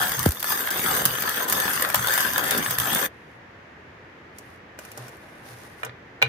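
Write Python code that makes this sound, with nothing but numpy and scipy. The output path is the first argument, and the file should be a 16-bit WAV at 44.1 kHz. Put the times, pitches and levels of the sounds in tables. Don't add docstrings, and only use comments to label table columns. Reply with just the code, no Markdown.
import sys
import numpy as np
from scipy import signal
from scipy.fft import rfft, irfft, next_fast_len
from scipy.io import wavfile
from scipy.ndimage import uniform_filter1d

SR = 44100
rng = np.random.default_rng(int(sys.argv[2]) if len(sys.argv) > 2 else 0)


def wav_out(sig):
    wavfile.write(sys.argv[1], SR, np.round(np.clip(np.atleast_2d(sig).T, -1, 1) * 32767).astype(np.int16))


N = 276948
TIME = np.arange(N) / SR
SIZE = 2 * next_fast_len(N // 2 + SR // 4)
HZ = np.fft.rfftfreq(SIZE, 1 / SR)
GRIND_END_S = 3.064

# freq_hz, relative_db
BOX = [(32, -43.5), (55, -6.5), (118, 0), (156, 3.5), (452, 3.5), (553, 5), (605, -7.5), (800, 3.5),
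       (1040, -35), (1760, -120)]
# freq_hz, relative_db
CRUSH = [(350, -32.5), (600, -4.5), (801, -5), (992, -0.5), (1120, 0), (1240, 0.5), (1440, 0.5), (1660, 5),
         (2000, -3), (2350, -10), (2850, -8), (3600, -2.5), (4090, -16.5), (4400, -9), (5590, -39),
         (9460, -120)]
# freq_hz, relative_db, t60_s
DRAWER_MODES = [(459, -19, 0.18), (616, -8.5, 0.043), (791, -9.5, 0.039), (983, -10, 0.032),
                (1202, -12, 0.042), (1504, -2, 0.022), (1755, -10.5, 0.03), (1940, -12.5, 0.032),
                (2130, -6.5, 0.023), (2403, 2, 0.035), (2810, -4, 0.023), (3460, -17, 0.03),
                (3730, -23, 0.087), (4000, -7, 0.018), (4500, -17, 0.014), (6150, -17, 0.017)]


def mill():
    # freq_hz, relative_db
    crackle_colour = [(2470, -50), (4200, -21.5), (4700, -7.5), (5600, -11), (6300, -5), (7100, -14),
                      (8500, -6), (10100, -10), (11100, -5.5), (11700, -8), (12500, -3.5), (13900, 0),
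                      (14900, -10.5), (16000, -9)]
    # freq_hz, relative_db
    steel_modes = [(4850, -6), (6330, -5), (7700, -7), (9120, -4), (11130, -3.5), (12450, -3.5), (13700, 2),
                   (15190, -2)]
    crumb_db, crumb_hz = -6, 1793
    steel_db = -7

    box_db, crush_db, crackle_db = effort()
    bites = jerks(gap_s=(0.012, 0.034), count=300, spread_db=8, t60=0.022)
    coarse = grains(count=6000, spread_db=1.3, t60=0.011)
    splinters = grains(count=16000, spread_db=2, t60=0.004)
    crumbs = pings([crumb_hz], [0], scatter=0.45, t60=0.011, count=1300, spread_db=13)
    steel = pings(*np.transpose(steel_modes), scatter=0.022, t60=0.029, count=2400, spread_db=14)

    box = amp(box_db + 1.5) * np.hypot(0.37 * bites, 0.73 * coarse) * noise()
    crunching = np.hypot(0.5 * bites, 0.63 * coarse) * noise()
    crush = amp(crush_db) * (crunching + amp(crumb_db) * crumbs / 3)
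    crackle = amp(crackle_db) * np.hypot(0.19 * bites, 0.67 * splinters) * noise()
    ground = filtered(box, colour(BOX)) + filtered(crush, colour(CRUSH))
    return ground + filtered(crackle, colour(crackle_colour)) + amp(crackle_db + steel_db) * steel


def effort():
    # peak_s, length_s, crush_db, box_db, crackle_db
    strokes = [(0.01, 0.11, -26, -34.5, -27), (0.494, 0.062, -26.5, -59.5, -21.5),
               (0.937, 0.19, -28.5, -33.5, -24.5), (1.377, 0.22, -30, -39.5, -32.5),
               (1.642, 0.28, -30, -35.5, -27.5), (2.179, 0.17, -26, -54, -25), (2.485, 0.28, -28, -34, -31),
               (2.978, 0.19, -26, -35.5, -26.5)]
    # release_s, length_s, crackle_drop_db
    holds = [(0.444, 0.013, -10.5), (0.704, 0.015, -16.5), (1.053, 0.027, -3), (1.26, 0.03, -2.5),
             (1.479, 0.034, -10.5), (1.886, 0.029, -5), (1.937, 0.034, -4.5), (2.378, 0.011, -4),
             (2.437, 0.03, -5), (2.624, 0.024, -5.5), (2.786, 0.035, -7.5)]
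    # crush_db, box_db, crackle_db
    idle_levels = (-31, -41, -28.5)
    # crush_db, box_db, crackle_db
    stall_levels = (-13.5, -12, -8.5)
    stall_start_s, stall_end_s, slow_s, resume_s = 0.282, 0.53, 0.011, 0.12
    hold_ease_s, hold_crush_share = 0.008, 0.52

    s, length, *peaks = np.transpose(strokes)[..., None]
    swell = np.exp(-(2 * (TIME - s) / length) ** 2)
    slowing = (TIME - stall_start_s) / slow_s
    resuming = (stall_end_s - TIME) / resume_s
    caught = np.clip(np.minimum(slowing, resuming), 0, 1)
    held_db = np.zeros(N)
    for release, span, drop_db in holds:
        held_db += drop_db * np.clip((TIME - release + span) / hold_ease_s, 0, 1) * (TIME < release)
    levels = []
    for peak, idle, stall in zip(peaks, idle_levels, stall_levels):
        power = amp(idle) ** 2 + (amp(peak) ** 2 * swell).sum(0)
        levels.append(10 * np.log10(power) + stall * caught)
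    crush, box, crackle = levels
    return box, crush + hold_crush_share * held_db, crackle + held_db


def snaps():
    # freq_hz, relative_db
    shell = [(1500, -35), (2800, -6), (4200, -7.5), (6200, -4.5), (7500, -6.5), (11000, 0), (14000, 2.5),
             (16000, -0.5)]
    # start_s, relative_db
    crunches = [(0.034, -18), (0.37, -26), (0.405, -27), (0.616, -21), (0.673, -12.5), (0.69, -18.5),
                (0.742, -16.5), (0.764, -15), (0.89, -17), (0.933, -19), (0.969, -21), (0.99, -17.5),
                (1.108, -17), (1.28, -17), (1.408, -17), (1.569, -17), (1.6, -13), (1.679, -9),
                (1.848, -11.5), (1.9, -15.5), (2.113, -16), (2.177, -10), (2.206, -18), (2.265, -19),
                (2.36, -15), (2.53, -20), (2.661, -11.5), (2.918, -15), (2.987, -18)]

    s, db, crunch_db = np.transpose(cracks())
    bright_db = rng.normal(0, 1.1, len(s))
    piece_s, piece_db = np.transpose(crunches)
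    pieces = bursts(piece_s, piece_db - 6, t60=0.014, attack=0.000518)
    beans = bursts(s, db + crunch_db - 6, t60=0.019, attack=0.00021)
    crunch = filtered(np.hypot(pieces, beans) * mottled(noise(), depth_db=4), colour(CRUSH))
    upper = 1 / (1 + (7000 / (HZ + 1)) ** 6)
    dull = bursts(s, db - 5 - bright_db, t60=0.014, attack=0.0012) * noise()
    sharp = bursts(s, db - 5 + bright_db, t60=0.014, attack=0.0012) * noise()
    dull = filtered(dull, colour(shell) * np.sqrt(1 - upper))
    return crunch + dull + filtered(sharp, colour(shell) * np.sqrt(upper))


def cracks():
    # start_s, relative_db, crunch_db (against the crack), second_crack_delay_s
    whole_beans = [(0.021, -13.5, -8, 0.011), (0.258, -11.5, -20, 0.0022), (0.427, -13, -1, 0.015),
                   (0.5204, -14, -2, 0.0021), (0.7045, -12.5, -11.5, 0.0056), (0.965, -14, -13.5, 0.0018),
                   (1.053, -2, -13.5, 0.0046), (1.2215, -14.5, -8, 0.0027), (1.482, -18, -10.5, 0.003),
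                   (1.5239, -8, -9.5, 0.0038), (1.8222, -10, -8, 0.002), (1.9436, -7.5, 1, 0.0024),
                   (1.955, -9.5, -27, 0.0031), (2.0709, -12, -3.5, .001), (2.083, -19, 7, 0.0013),
                   (2.136, -11, -9, 0.002), (2.379, -11.5, -3, 0.001), (2.4393, -17.5, -1, 0.004),
                   (2.508, -8, -24, 0.0016), (2.576, -12, -10, 0.0044), (2.708, -12.5, -8, 0.0023),
                   (2.7845, -7.5, -7.5, 0.015)]
    # start_s, relative_db
    chips = [(0.118, -12.5), (0.192, -7.5), (0.229, -12), (0.277, -19), (0.289, -14), (0.307, -15),
             (0.319, -13.5), (0.3472, -26), (0.3706, -32), (0.396, -21), (0.4011, -17.5), (0.406, -21),
             (0.607, -19.5), (0.8, -17.5), (0.949, -14.5), (1.293, -11), (1.498, -7), (1.509, -16),
             (1.6, -10), (1.733, -11), (1.888, -17), (1.901, -13.5), (2.0526, -24), (2.119, -17.5),
             (2.177, -10), (2.2046, -9), (2.334, -13), (2.7427, -33), (2.929, -13), (2.948, -7),
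             (3.044, -26)]
    second_db = -2
    chip_db, chip_crunch_db = -2, -22.5

    first = [(s, db, crunch) for s, db, crunch, delay in whole_beans]
    second = [(s + delay, db + second_db, crunch) for s, db, crunch, delay in whole_beans]
    return first + second + [(s, db + chip_db, chip_crunch_db) for s, db in chips]


def bump():
    bump_s, rebound_s = 0.2603, 0.2872
    lead_s = 0.00027

    times = [bump_s, rebound_s]
    rattle = bursts(times, np.array([-22, -30]), t60=0.026, attack=0.001) * noise()
    clack = bursts(times, np.array([-21, -30]), t60=0.013, attack=0.00023) * noise()
    thump = swing(start=bump_s, db=-3.5, fall_hz=1280, t60=0.08)
    thump = thump + swing(start=rebound_s, db=-11.5, fall_hz=60, t60=0.055)
    lead = np.exp(1j * np.pi * np.outer([1, -1], HZ) * lead_s)
    return filtered(thump, lead) + filtered(rattle, colour(BOX)) + filtered(clack, colour(CRUSH))


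def swing(start, db, fall_hz, t60, low_hz=68, fall_s=0.0028):
    t = np.maximum(TIME - start, 0)
    pitch_hz = (low_hz + fall_hz / (1 + t / fall_s) ** 2) * (t > 0)
    phase = 2 * np.pi * np.cumsum(pitch_hz) / SR
    return amp(db - 60 * t / t60) * np.sin(phase) * (1 - np.exp(-t / 0.0016))


def drawer():
    # start_s, relative_db, then against it wood_db, ring_db (upper modes)
    contacts = [(4.3843, -29.5, -22, -24), (4.789, -29, -5, -17), (4.85, -34, -9, -18),
                (4.916, -31, -33, -18), (4.975, -27.5, -10, -32), (5.081, -34, -7, -29),
                (5.091, -40, -9, -22), (5.168, -46, -5, -20), (5.8324, -35.5, 14, -0.5),
                (5.8484, -25.5, -9, -20), (5.855, -40, -17, -21), (6.2176, -30.5, 10, 5),
                (6.2236, -23.5, -1, -1), (6.225, -23, 3, 11), (6.229, -33.5, 13.5, -5),
                (6.261, -51, 18, 12)]
    # freq_hz, relative_db
    click_colour = [(200, -46), (2000, -11), (3800, -7.5), (5800, 4), (8000, 1), (11000, 1.5), (14000, -1),
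                    (15500, 1)]
    # freq_hz, relative_db
    wood_colour = [(40, -71.5), (200, -22.5), (330, -16), (470, 10.5), (750, 12), (1050, -11), (1400, 10.5),
                   (2000, -7), (3000, 6), (4500, -29.5), (6000, -26.5), (10000, -13), (14000, -49)]
    # freq_hz, relative_db
    clatter_colour = [(100, -23), (250, -5.5), (450, 7.5), (800, -2), (1300, 3), (2000, -1.5), (2700, -6),
                      (3200, -1.5), (4000, -10.5), (5000, -16.5), (9000, -34), (14000, -48)]
    clatter_db, clatter_t60_s = -15, 0.25

    s, db, wood_db, ring_db = np.transpose(contacts)
    hz, mode_db, t60 = np.transpose(DRAWER_MODES)[..., None]
    t = TIME[:SR // 4]
    knocks = np.zeros((2, N + SR))
    for start, level, low, high in zip(s, db, wood_db, ring_db):
        chance_db = rng.normal(0, 1.5, (2, len(hz), 1))
        drive_db = level + chance_db + np.interp(hz, [1950, 2250], [low + 4, high + 6])
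        phase = rng.standard_normal((2, len(hz), 1)) * hz / 700
        modes = amp(drive_db + mode_db - 60 * t / t60) * np.sin(2 * np.pi * hz * t + phase)
        knocks[:, round(start * SR):][:, :len(t)] += modes.sum(1) * (1 - np.exp(-t / 0.00013))
    knocks = filtered(knocks[:, :N], (1j * HZ / (200 + 1j * HZ)) ** 2)
    click = bursts(s, db - 6, t60=0.029, attack=0.00079) * noise()
    thock = bursts(s, db + wood_db - 8, t60=0.035, attack=0.00076) * noise()
    clatter = bursts(s, db + wood_db + clatter_db, clatter_t60_s, attack=0.0034)
    clatter = clatter * grains(count=2000, spread_db=5, t60=0.024) * noise()
    struck = knocks + filtered(click, colour(click_colour)) + filtered(thock, colour(wood_colour))
    return struck + filtered(clatter, woody(clatter_colour))


def slide():
    # freq_hz, relative_db
    scrape_colour = [(80, -22.5), (150, 21), (230, 12), (650, 14.5), (1700, 10.5), (3000, 2), (6000, -12),
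                     (12000, -21)]
    # freq_hz, relative_db
    dust_colour = [(1500, -6), (3500, 4), (5600, 3.5), (6700, 1.5), (8000, -4.5), (9000, 4), (13000, -0.5),
                   (14600, -4), (15500, -8)]

    wood, dust = rubbing()
    slips = jerks(gap_s=(0.005, 0.03), count=420, spread_db=10, t60=0.018)
    ticks = grains(count=500, spread_db=3, t60=0.004)
    scrape = wood * np.hypot(0.8, 0.55 * slips) * noise()
    hiss = dust * np.sqrt(0.72 + 0.1 * slips ** 2 + 0.2 * ticks ** 2) * noise()
    return filtered(scrape, woody(scrape_colour)) + filtered(hiss, colour(dust_colour))


def rubbing():
    # start_s, length_s, wood_db, grounds_db
    rubs = [(3.07, 0.29, -67, -72), (4.332, 0.21, -59, -63), (4.77, 0.16, -50.5, -54.5),
            (4.94, 0.13, -45.5, -51.5), (5.093, 0.065, -53, -59.5), (5.18, 0.27, -52, -61.5),
            (5.434, 0.1, -49.5, -50.5), (5.556, 0.11, -50.5, -54), (5.678, 0.067, -59, -60),
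            (5.762, 0.055, -50, -55)]
    attack_s, t60_s = 0.042, 0.21

    s, length, *levels = np.transpose(rubs)[..., None]
    decay = amp(-60 * np.maximum(TIME - s - length, 0) / t60_s)
    shape = decay * np.clip((TIME - s) / attack_s, 0, 1)
    return [(amp(db) * shape).sum(0) for db in levels]


def woody(points):
    width_hz = 91
    peaks = sum(1 / (1 + (2 * (HZ - hz) / width_hz) ** 2) for hz, db, t60 in DRAWER_MODES)
    return unit(colour(points) * (0.47 + peaks))


def table(mode_hz=124, scatter=0.035, rumble=0.55):
    # start_s, boom_peak_db
    thuds = [(0.158, -33), (1.042, -35.5), (1.945, -32), (2.665, -38), (2.759, -35), (4.972, -38),
             (5.483, -43.5), (5.831, -41), (6.216, -30)]
    # freq_hz, relative_db
    rumble_colour = [(25, -53.5), (50, -13.5), (80, -6.5), (110, -5), (165, -3.5), (260, -14.5), (600, -48)]
    swell_s = 0.0446

    boom, weight = np.zeros((2, N))
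    for (s, db), detune in zip(thuds, rng.standard_normal(len(thuds))):
        t = np.maximum(TIME - s, 0)
        push = amp(db) * (t / swell_s * np.exp(1 - t / swell_s)) ** 2
        boom += push * np.sin(2 * np.pi * mode_hz * (1 + scatter * detune) * t)
        weight += push
    grinding = TIME < GRIND_END_S
    return boom + rumble * weight * grinding * filtered(noise(), colour(rumble_colour))


def air():
    # freq_hz, relative_db
    air_colour = [(25, -16), (55, -11.5), (87, -0.5), (200, -5.5), (350, -3.5), (750, -8.5), (1400, -9.5),
                  (1800, -5.5), (2600, -15.5), (4100, -27), (6600, -34.5), (8500, -46.5), (14000, -47),
                  (16000, -68)]
    return amp(-46.5) * filtered(noise(), colour(air_colour))


def room(x):
    # freq_hz, t60_s
    decay_times = [(150, 0.06), (1500, 0.28), (6000, 0.13), (14000, 0.045)]
    hz, t, z = signal.stft(rng.standard_normal((2, SR // 2)), SR, nperseg=256)
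    decay = amp(-60 * t / along(decay_times, hz)[:, None])
    tail = signal.istft(z * decay, SR, nperseg=256)[1]
    tail = np.pad(tail / np.linalg.norm(tail[0]), ((0, 0), (SR // 200, 0)))
    return signal.fftconvolve(x, tail, axes=1)[:, :N]


def mottled(x, depth_db):
    z = signal.stft(x, nperseg=512)[2]
    field = uniform_filter1d(rng.standard_normal(z.shape[1:]), size=3, axis=0)
    field = uniform_filter1d(field, size=10, axis=1)
    gain = unit(amp(depth_db * unit(field)))
    return signal.istft(z * gain, nperseg=512)[1][:, :N]


def pings(hz, db, scatter, t60, count, spread_db):
    when, pick, size, left, right = rng.random((count, 5)).T[..., None]
    which = (pick * len(hz)).astype(int)
    pitch = np.asarray(hz)[which] * np.exp(scatter * rng.standard_normal((count, 1)))
    t = TIME[:SR // 80]
    level_db = np.asarray(db)[which] + spread_db * size ** 2
    ring = amp(level_db) * amp(-60 * t / t60) * (1 - np.exp(-t / 0.0001))
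    at = ((when * GRIND_END_S * SR).astype(int) + np.arange(len(t))).ravel()
    channels = []
    for turn in (left, right):
        wave = ring * np.sin(2 * np.pi * (pitch * t + turn))
        channels.append(np.bincount(at, wave.ravel(), N))
    pair = np.array(channels)
    return pair / np.std(pair[:, TIME < GRIND_END_S])


def jerks(gap_s, count, spread_db, t60):
    gap, size = rng.random((count, 2)).T
    shortest, longest = gap_s
    when = np.cumsum(shortest + gap * (longest - shortest))
    return unit(bursts(when, spread_db * size, t60, attack=0.001))


def grains(count, spread_db, t60):
    when, rank = rng.random((count, 2)).T
    size = np.minimum(-np.log(1 - rank), 5)
    return unit(bursts(when * N / SR, spread_db * size, t60, attack=0.00033))


def bursts(times, db, t60, attack):
    t = TIME[:SR // 2]
    shape = amp(-60 * t / t60) * (1 - np.exp(-t / attack))
    energy = np.bincount((np.asarray(times) * SR).astype(int), amp(db) ** 2, N)[:N]
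    power = signal.fftconvolve(energy, (shape / shape.max()) ** 2)[:N]
    return np.sqrt(np.abs(power))


def noise():
    # freq_hz, correlation
    likeness = [(60, 0.98), (270, 0.96), (450, 0.69), (750, 0.19), (3000, 0), (15000, 0.12)]
    turn = np.arccos(np.clip(along(likeness), -1, 1)) / 2
    mid, side = filtered(rng.standard_normal((2, N)), np.array([np.cos(turn), np.sin(turn)]))
    return np.array([mid + side, mid - side])


def colour(points):
    cepstrum = irfft(np.log(np.maximum(unit(amp(along(points))), 1e-6)))
    cepstrum[1:SIZE // 2] *= 2
    cepstrum[SIZE // 2 + 1:] = 0
    return np.exp(rfft(cepstrum))


def filtered(x, response):
    return irfft(rfft(x, SIZE) * response, SIZE)[..., :N]


def along(points, hz=HZ):
    f, v = np.transpose(points)
    return np.interp(np.log(hz + 1), np.log(f + 1), v)


def unit(x):
    return x / np.sqrt(np.mean(np.abs(x) ** 2) + 1e-20)


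def amp(db):
    return 10 ** (np.asarray(db) / 20)


def scene():
    # freq_hz, left_minus_right_db
    mill_side = [(200, 0), (400, -0.5), (750, 4.5), (1300, 4), (2400, 4.5), (4400, 1), (15000, -0.5)]
    pan = amp(np.outer([0.5, -0.5], along(mill_side)))
    beans = filtered(mottled(mill(), depth_db=3.2) + snaps(), pan)
    fade = amp(-60 * np.maximum(TIME - GRIND_END_S, 0) / 0.054)
    grinding = fade * (beans + amp(-9.5) * room(beans))
    wood = drawer() + slide()
    return grinding + wood + amp(-13) * room(wood) + bump() + table() + air()


def record(dry):
    low_cut_hz, top_hz = 34, 15420
    low_cut = (1j * HZ) ** 2 / (low_cut_hz ** 2 - HZ ** 2 + 1j * np.sqrt(2) * low_cut_hz * HZ)
    band_limit = 1 / np.sqrt(1 + (HZ / top_hz) ** 160)
    return np.clip(filtered(dry, low_cut * band_limit), -1, 1)


dry = scene()
out = record(dry)
wav_out(out)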